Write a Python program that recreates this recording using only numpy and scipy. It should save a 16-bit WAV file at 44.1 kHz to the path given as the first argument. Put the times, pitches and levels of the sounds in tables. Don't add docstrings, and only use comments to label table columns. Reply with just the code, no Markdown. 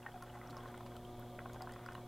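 import sys
import numpy as np
from scipy import signal
from scipy.io import wavfile
from scipy.ndimage import uniform_filter1d

SR = 44100
rng = np.random.default_rng(int(sys.argv[2]) if len(sys.argv) > 2 else 0)


def to_linear_factor(level_db):
    exponent = np.asarray(level_db, float) / 20
    return 10 ** exponent


def int16_out(signal):
    q = np.round(np.clip(np.atleast_2d(signal).T, -1, 1) * 32767)
    wavfile.write(sys.argv[1], SR, q.astype(np.int16))


N = 91507

# t/s, level/dB
HUM_LEVEL = [(0.0, -58.5), (0.14, -57.5), (0.64, -54), (1.45, -53.5), (2.07, -54.5)]
# multiple of the hum frequency, relative level/dB
HUM_PARTIALS = [(.5, -11.5), (1, 1), (2, -2.5), (3, -2), (4, -13.5), (5, -14.5), (6, -3.5), (8, -13.5),
                (10, -16), (12, -32.5)]
# f/Hz, relative density/dB per Hz
AIR_SPECTRUM = [(18, -12), (30, -2.5), (50, -7.5), (85, -4.5), (170, -5.5), (300, -9), (430, -9.5),
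                (650, -9.5), (850, -13), (1400, -21), (2700, -33), (3350, -21.5), (4500, -42.5),
                (9000, -96)]
# f/Hz, bandwidth/Hz, rms level/dB before the common swell
HOUSING_RESONANCES = [(28.6, 18, -65), (560, 32, -66), (3336, 230, -73.5), (2250, 30, -80)]
# f/Hz, relative density/dB per Hz
HISS_SPECTRUM = [(1470, -22), (2500, -20.5), (3320, -22), (4310, -10.5), (14500, -12), (15600, -17)]
# f/Hz, relative level/dB, t60/s
CUP_MODES = [(580, -19, 0.052), (741, -3.5, 0.048), (868, 7, 0.025), (1077, 0, 0.031), (1304, 2.5, 0.032),
             (1450, 1.5, 0.025), (1572, -3.5, 0.038), (1814, -3.5, 0.026), (2020, -2.5, 0.023),
             (2495, -3.5, 0.013), (2940, -13, 0.037)]
# t/s, relative level/dB
STREAM_LEVEL = [(0.0, -59.5), (0.29, -58.5), (0.6, -56.5), (0.92, -64.5), (1.28, -64), (1.46, -76.5),
                (1.57, -59), (1.8, -60), (1.94, -57), (2.07, -62)]
# t/s, starting level/dB, starting f/Hz
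PLINKS = [(0.0288, -52, 2740), (0.1196, -56, 3040), (0.2988, -52, 2920), (0.6055, -54, 3280),
          (0.7757, -53.5, 3210), (0.966, -51.5, 3050), (1.05, -50.5, 3090), (1.709, -54.5, 2970),
          (1.7689, -59, 3440), (1.9527, -50, 2850)]
# t/s, relative level/dB, main f/Hz, second f/Hz, second against main/dB, t60/s
DROPS = [(0.055, -56, 876, 1370, -12, 0.064), (0.063, -39.5, 1818, 1563, 0.5, 0.028),
         (0.069, -51.5, 1860, 1520, -4, 0.029), (0.141, -49, 750, 1616, -16, 0.097),
         (0.16, -47.5, 730, 1640, -19, 0.058), (0.209, -52.5, 1300, 940, 3, 0.026),
         (0.223, -45, 1070, 1360, -5, 0.04), (0.353, -51, 824, 1047, -4, 0.065),
         (0.375, -53, 852, 1297, -9, 0.057), (0.414, -47.5, 1997, 1410, -11, 0.021),
         (0.434, -52, 1260, 581, -7, 0.04), (0.459, -51, 1330, 1561, -12, 0.024),
         (0.489, -54.5, 1180, 1430, 2, 0.037), (0.529, -51, 1080, 1356, -1, 0.035),
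         (0.568, -46, 1083, 1350, -12, 0.044), (0.59, -51, 1040, 1570, -19, 0.049),
         (0.634, -54.5, 1040, 1515, -4.5, 0.087), (0.657, -44, 1060, 797, -11, 0.035),
         (0.685, -52.5, 1550, 575, -2, 0.028), (0.742, -45, 1430, 1034, -1, 0.024),
         (0.778, -55, 800, 2100, -3, 0.028), (0.806, -49, 1035, 690, -1, 0.032),
         (0.861, -51, 1040, 740, -4, 0.035), (0.919, -51, 1066, 774, -9, 0.029),
         (0.954, -56.5, 560, 1470, -1.5, 0.039), (0.967, -56, 1320, 1030, -4, 0.04),
         (1.195, -55, 581, 1100, 0, 0.032), (1.224, -58.5, 870, 1430, 2.5, 0.031),
         (1.39, -41, 1526, 1925, -2.5, 0.014), (1.402, -55, 1580, 1070, 1, 0.029),
         (1.417, -54, 1090, 710, 5, 0.019), (1.457, -42, 1070, 750, 0, 0.027),
         (1.496, -46.5, 1443, 1110, -9, 0.027), (1.544, -49, 1046, 748, -7, 0.035),
         (1.56, -49.5, 787, 1553, -4.5, 0.049), (1.607, -44.5, 732, 1410, -17, 0.061),
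         (1.622, -51.5, 750, 1017, -18, 0.11), (1.643, -55, 676, 1104, -1, 0.05),
         (1.672, -44.5, 1010, 1583, -6, 0.029), (1.693, -48.5, 1453, 1787, -4, 0.033),
         (1.722, -54.5, 1060, 1960, -2, 0.027), (1.737, -52, 2010, 590, 2, 0.02),
         (1.761, -45.5, 1114, 1620, -13, 0.025), (1.861, -46, 1120, 1420, 0, 0.026),
         (1.887, -43, 1484, 1070, -9, 0.029), (1.922, -54.5, 1110, 1400, -4, 0.023),
         (1.951, -43.5, 1060, 1550, -3, 0.023), (1.979, -51.5, 1082, 607, -6, 0.035)]
# t/s, relative level/dB, droplet f/Hz, puff against droplet/dB
TICKS = [(0.224, -41.5, 10400, -2), (0.236, -46, 10400, -10), (0.3887, -52, 9390, -5),
         (0.4735, -47, 5600, -9), (0.4997, -47, 4000, -14), (0.5685, -37.5, 5270, -20),
         (0.6345, -53, 8900, -2), (0.7164, -52, 9600, -4), (0.777, -46, 8800, -5), (0.807, -56.5, 5100, -2),
         (0.863, -47.5, 4640, -10), (0.9653, -49, 4040, 2), (1.1744, -54, 10400, -12),
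         (1.196, -37, 13500, -15.5), (1.533, -45.5, 6730, -2), (1.6207, -37.5, 4950, -4),
         (1.6935, -55, 5050, 2), (1.721, -43, 8760, -4.5), (1.737, -49.5, 4970, 0),
         (1.8622, -43.5, 4900, -7), (1.921, -52.5, 5100, 1), (1.9314, -55, 4050, 7), (1.95, -45, 4000, -7)]
# t/s, length/s, level/dB before the envelope, centre f/Hz
SPRAYS = [(0.333, 0.032, -76, 7550), (0.497, 0.021, -63, 4770), (0.568, .02, -66, 5230),
          (0.671, 0.022, -67.5, 6100), (0.861, 0.017, -61, 2760), (1.535, 0.018, -67.5, 7040)]
# t/s, level/dB before swell and decay, f/Hz, t60/s
BUMPS = [(0.498, -45.5, 283, 0.098), (0.518, -49, 148, 0.16), (.81, -55, 45.3, 0.068),
         (0.968, -45, 63, 0.17)]


def rms_one(x):
    return x / np.sqrt(np.mean(x ** 2) + 1e-20)


def in_time(rows):
    s, value = np.transpose(rows)
    return np.interp(np.arange(N) / SR, s, value)


def add(out, s, sound):
    start = int(s * SR)
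    out[start:start + len(sound)] += sound


def drift(rate_hz):
    step = 40
    pole = np.exp(-2 * np.pi * rate_hz * step / SR)
    white = rng.standard_normal(N // step + 2002)
    slow = signal.lfilter([1], [1, -2 * pole, pole * pole], white)[2000:]
    return np.interp(np.arange(N) / step, np.arange(len(slow)), rms_one(slow))


def ring(clicks, hz, t60):
    pole, turn = to_linear_factor(-60 / (t60 * SR)), 2 * np.pi * hz / SR
    return signal.lfilter([0, np.sin(turn)], [1, -2 * pole * np.cos(turn), pole * pole], clicks + 1e-18)


def banded_noise(spectrum, patchy_db):
    hz, db = np.transpose(spectrum)
    edges = 20 * 2 ** np.arange(0, 9.8, 1 / 3)
    white = rng.standard_normal((2, N + 8000))
    out = 0
    for k, (low, high) in enumerate(zip(edges, edges[1:])):
        band_filter = signal.butter(2, [low, high], "band", fs=SR, output="sos")
        band = signal.sosfilt(band_filter, white[k % 2])[-N:]
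        band_db = np.interp(np.log(low * high) / 2, np.log(hz), db)
        out = out + band * to_linear_factor(band_db + patchy_db * drift(31.5))
    return rms_one(out)


def mains_hum():
    hum_hz, waver_db, lead_rad, spread_rad = 119.98, 0.8, 2.3, -0.2542
    turn = 2 * np.pi * hum_hz * np.arange(N) / SR
    hum = np.zeros(N)
    for k, db in HUM_PARTIALS:
        level = to_linear_factor(db + waver_db * drift(11.0))
        hum += level * np.sin(k * turn + lead_rad + spread_rad * k * k)
    return to_linear_factor(in_time(HUM_LEVEL)) * hum


def fan_air():
    air_db, patchy_db, follows_hum = -57.5, 2.3, 0.87
    air = to_linear_factor(air_db) * banded_noise(AIR_SPECTRUM, patchy_db)
    for hz, width, db in HOUSING_RESONANCES:
        t60 = np.log(1000) / (np.pi * width)
        air = air + to_linear_factor(db) * rms_one(ring(rng.standard_normal(N), hz, t60))
    level_db = in_time(HUM_LEVEL)
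    return air * to_linear_factor(follows_hum * (level_db - level_db.mean()))


def stream_patter():
    rate_per_s, patter_db = 150, -5
    stream_db = in_time(STREAM_LEVEL)
    struck = rng.random(N) < rate_per_s * to_linear_factor(stream_db - stream_db.mean()) / SR
    patter = np.zeros(N)
    for hz, db, t60 in CUP_MODES:
        patter += ring(struck * to_linear_factor(db) * rng.standard_normal(N), hz, t60)
    return to_linear_factor(stream_db + patter_db) * rms_one(patter)


def microphone_hiss():
    hiss_db, alike = -70, 0.29
    mid, side = banded_noise(HISS_SPECTRUM, 0.17), banded_noise(HISS_SPECTRUM, 0.24)
    opposed = side * np.array([[1], [-1]])
    return to_linear_factor(hiss_db) * (np.sqrt((1 + alike) / 2) * mid + np.sqrt((1 - alike) / 2) * opposed)


def room(x):
    t60, room_db = 0.13, -11
    t = np.arange(SR // 3) / SR
    tail = rng.standard_normal(len(t)) * to_linear_factor(-60 * t / t60) * (t > 0.004)
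    tail = tail / np.sqrt(np.sum(tail ** 2))
    return to_linear_factor(room_db) * signal.fftconvolve(x, tail)[:N]


def bubble_plinks():
    t60, rise = 0.021, 3.5
    out, t = np.zeros(N + SR), np.arange(SR // 20) / SR
    for s, db, hz in PLINKS:
        add(out, s, to_linear_factor(db - 60 * t / t60) * np.sin(2 * np.pi * hz * t * (1 + rise * t)))
    return out[:N]


def cup_drops():
    drop_db, swell_s, knock_db = 4.5, 0.00066, -13
    hz, mode_db, t60 = np.transpose(CUP_MODES)[:, :, None]
    out, t = np.zeros(N + SR), np.arange(SR // 8) / SR
    swell, turn = 1 - np.exp(-t / swell_s), 2 * np.pi * t
    modes = to_linear_factor(knock_db + mode_db - 60 * t / t60) * np.sin(hz * turn)
    for s, db, main, second, second_db, decay in DROPS:
        strength = rng.standard_normal((len(CUP_MODES), 1))
        pair = np.sin(main * turn) + to_linear_factor(second_db) * np.sin(second * turn)
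        pair = pair * to_linear_factor(-60 * (t / decay) ** 1.022)
        knock = np.sum(modes * strength, axis=0)
        add(out, s, to_linear_factor(db + drop_db) * swell * (pair + knock))
    return out[:N]


def splash_ticks():
    tick_db, puff_t60, ring_cycles, ragged = -4, 0.011, 40.6, 0.3
    crackle_s, crackle_db = 0.0033, -8.5
    out, t = np.zeros(N + SR), np.arange(SR // 20) / SR
    bright = signal.butter(1, [3000, 11900], "band", fs=SR, output="sos")
    for s, db, hz, puff_db in TICKS:
        puff = signal.sosfilt(bright, rng.standard_normal(len(t))) * to_linear_factor(puff_db - 60 * t / puff_t60)
        rag = 1 + ragged * rms_one(uniform_filter1d(rng.standard_normal(len(t)), size=24))
        onset = np.minimum(t * hz / 2.5, 1)
        droplet = rag * onset * np.sin(2 * np.pi * hz * t) * to_linear_factor(-60 * t * hz / ring_cycles)
        add(out, s, to_linear_factor(db + tick_db) * (puff + droplet))
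        delay = crackle_s * rng.uniform(0.69, 1.5)
        add(out, s + delay, to_linear_factor(db + tick_db + crackle_db) * puff)
    return out[:N]


def sprays():
    out, t = np.zeros(N + SR), np.arange(SR // 20) / SR
    for s, length, db, hz in SPRAYS:
        band = signal.butter(1, [hz / 1.46, hz * 1.05], "band", fs=SR, output="sos")
        fizz = signal.sosfilt(band, rng.standard_normal(len(t)) ** 3)
        envelope = np.sin(np.pi * np.minimum(t / length, 1))
        add(out, s, to_linear_factor(db) * rms_one(fizz) * envelope)
    return out[:N]


def bumps():
    out, t = np.zeros(N + SR), np.arange(SR // 3) / SR
    for s, db, hz, t60 in BUMPS:
        swell = np.minimum(t * hz, 1)
        add(out, s, to_linear_factor(db - 60 * t / t60) * swell * np.sin(2 * np.pi * hz * t))
    return out[:N]


def scene():
    machine = mains_hum() + fan_air()
    cup = stream_patter() + cup_drops()
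    splashes = bubble_plinks() + splash_ticks() + sprays()
    water = cup + splashes + room(cup + 0.74 * splashes)
    return np.tile(water + machine + bumps(), (2, 1))


def low_pass(x):
    return signal.sosfilt(signal.butter(12, 15790, fs=SR, output="sos"), x)


def record(dry):
    mix = dry + microphone_hiss()
    return low_pass(mix)


dry = scene()
out = record(dry)
int16_out(out)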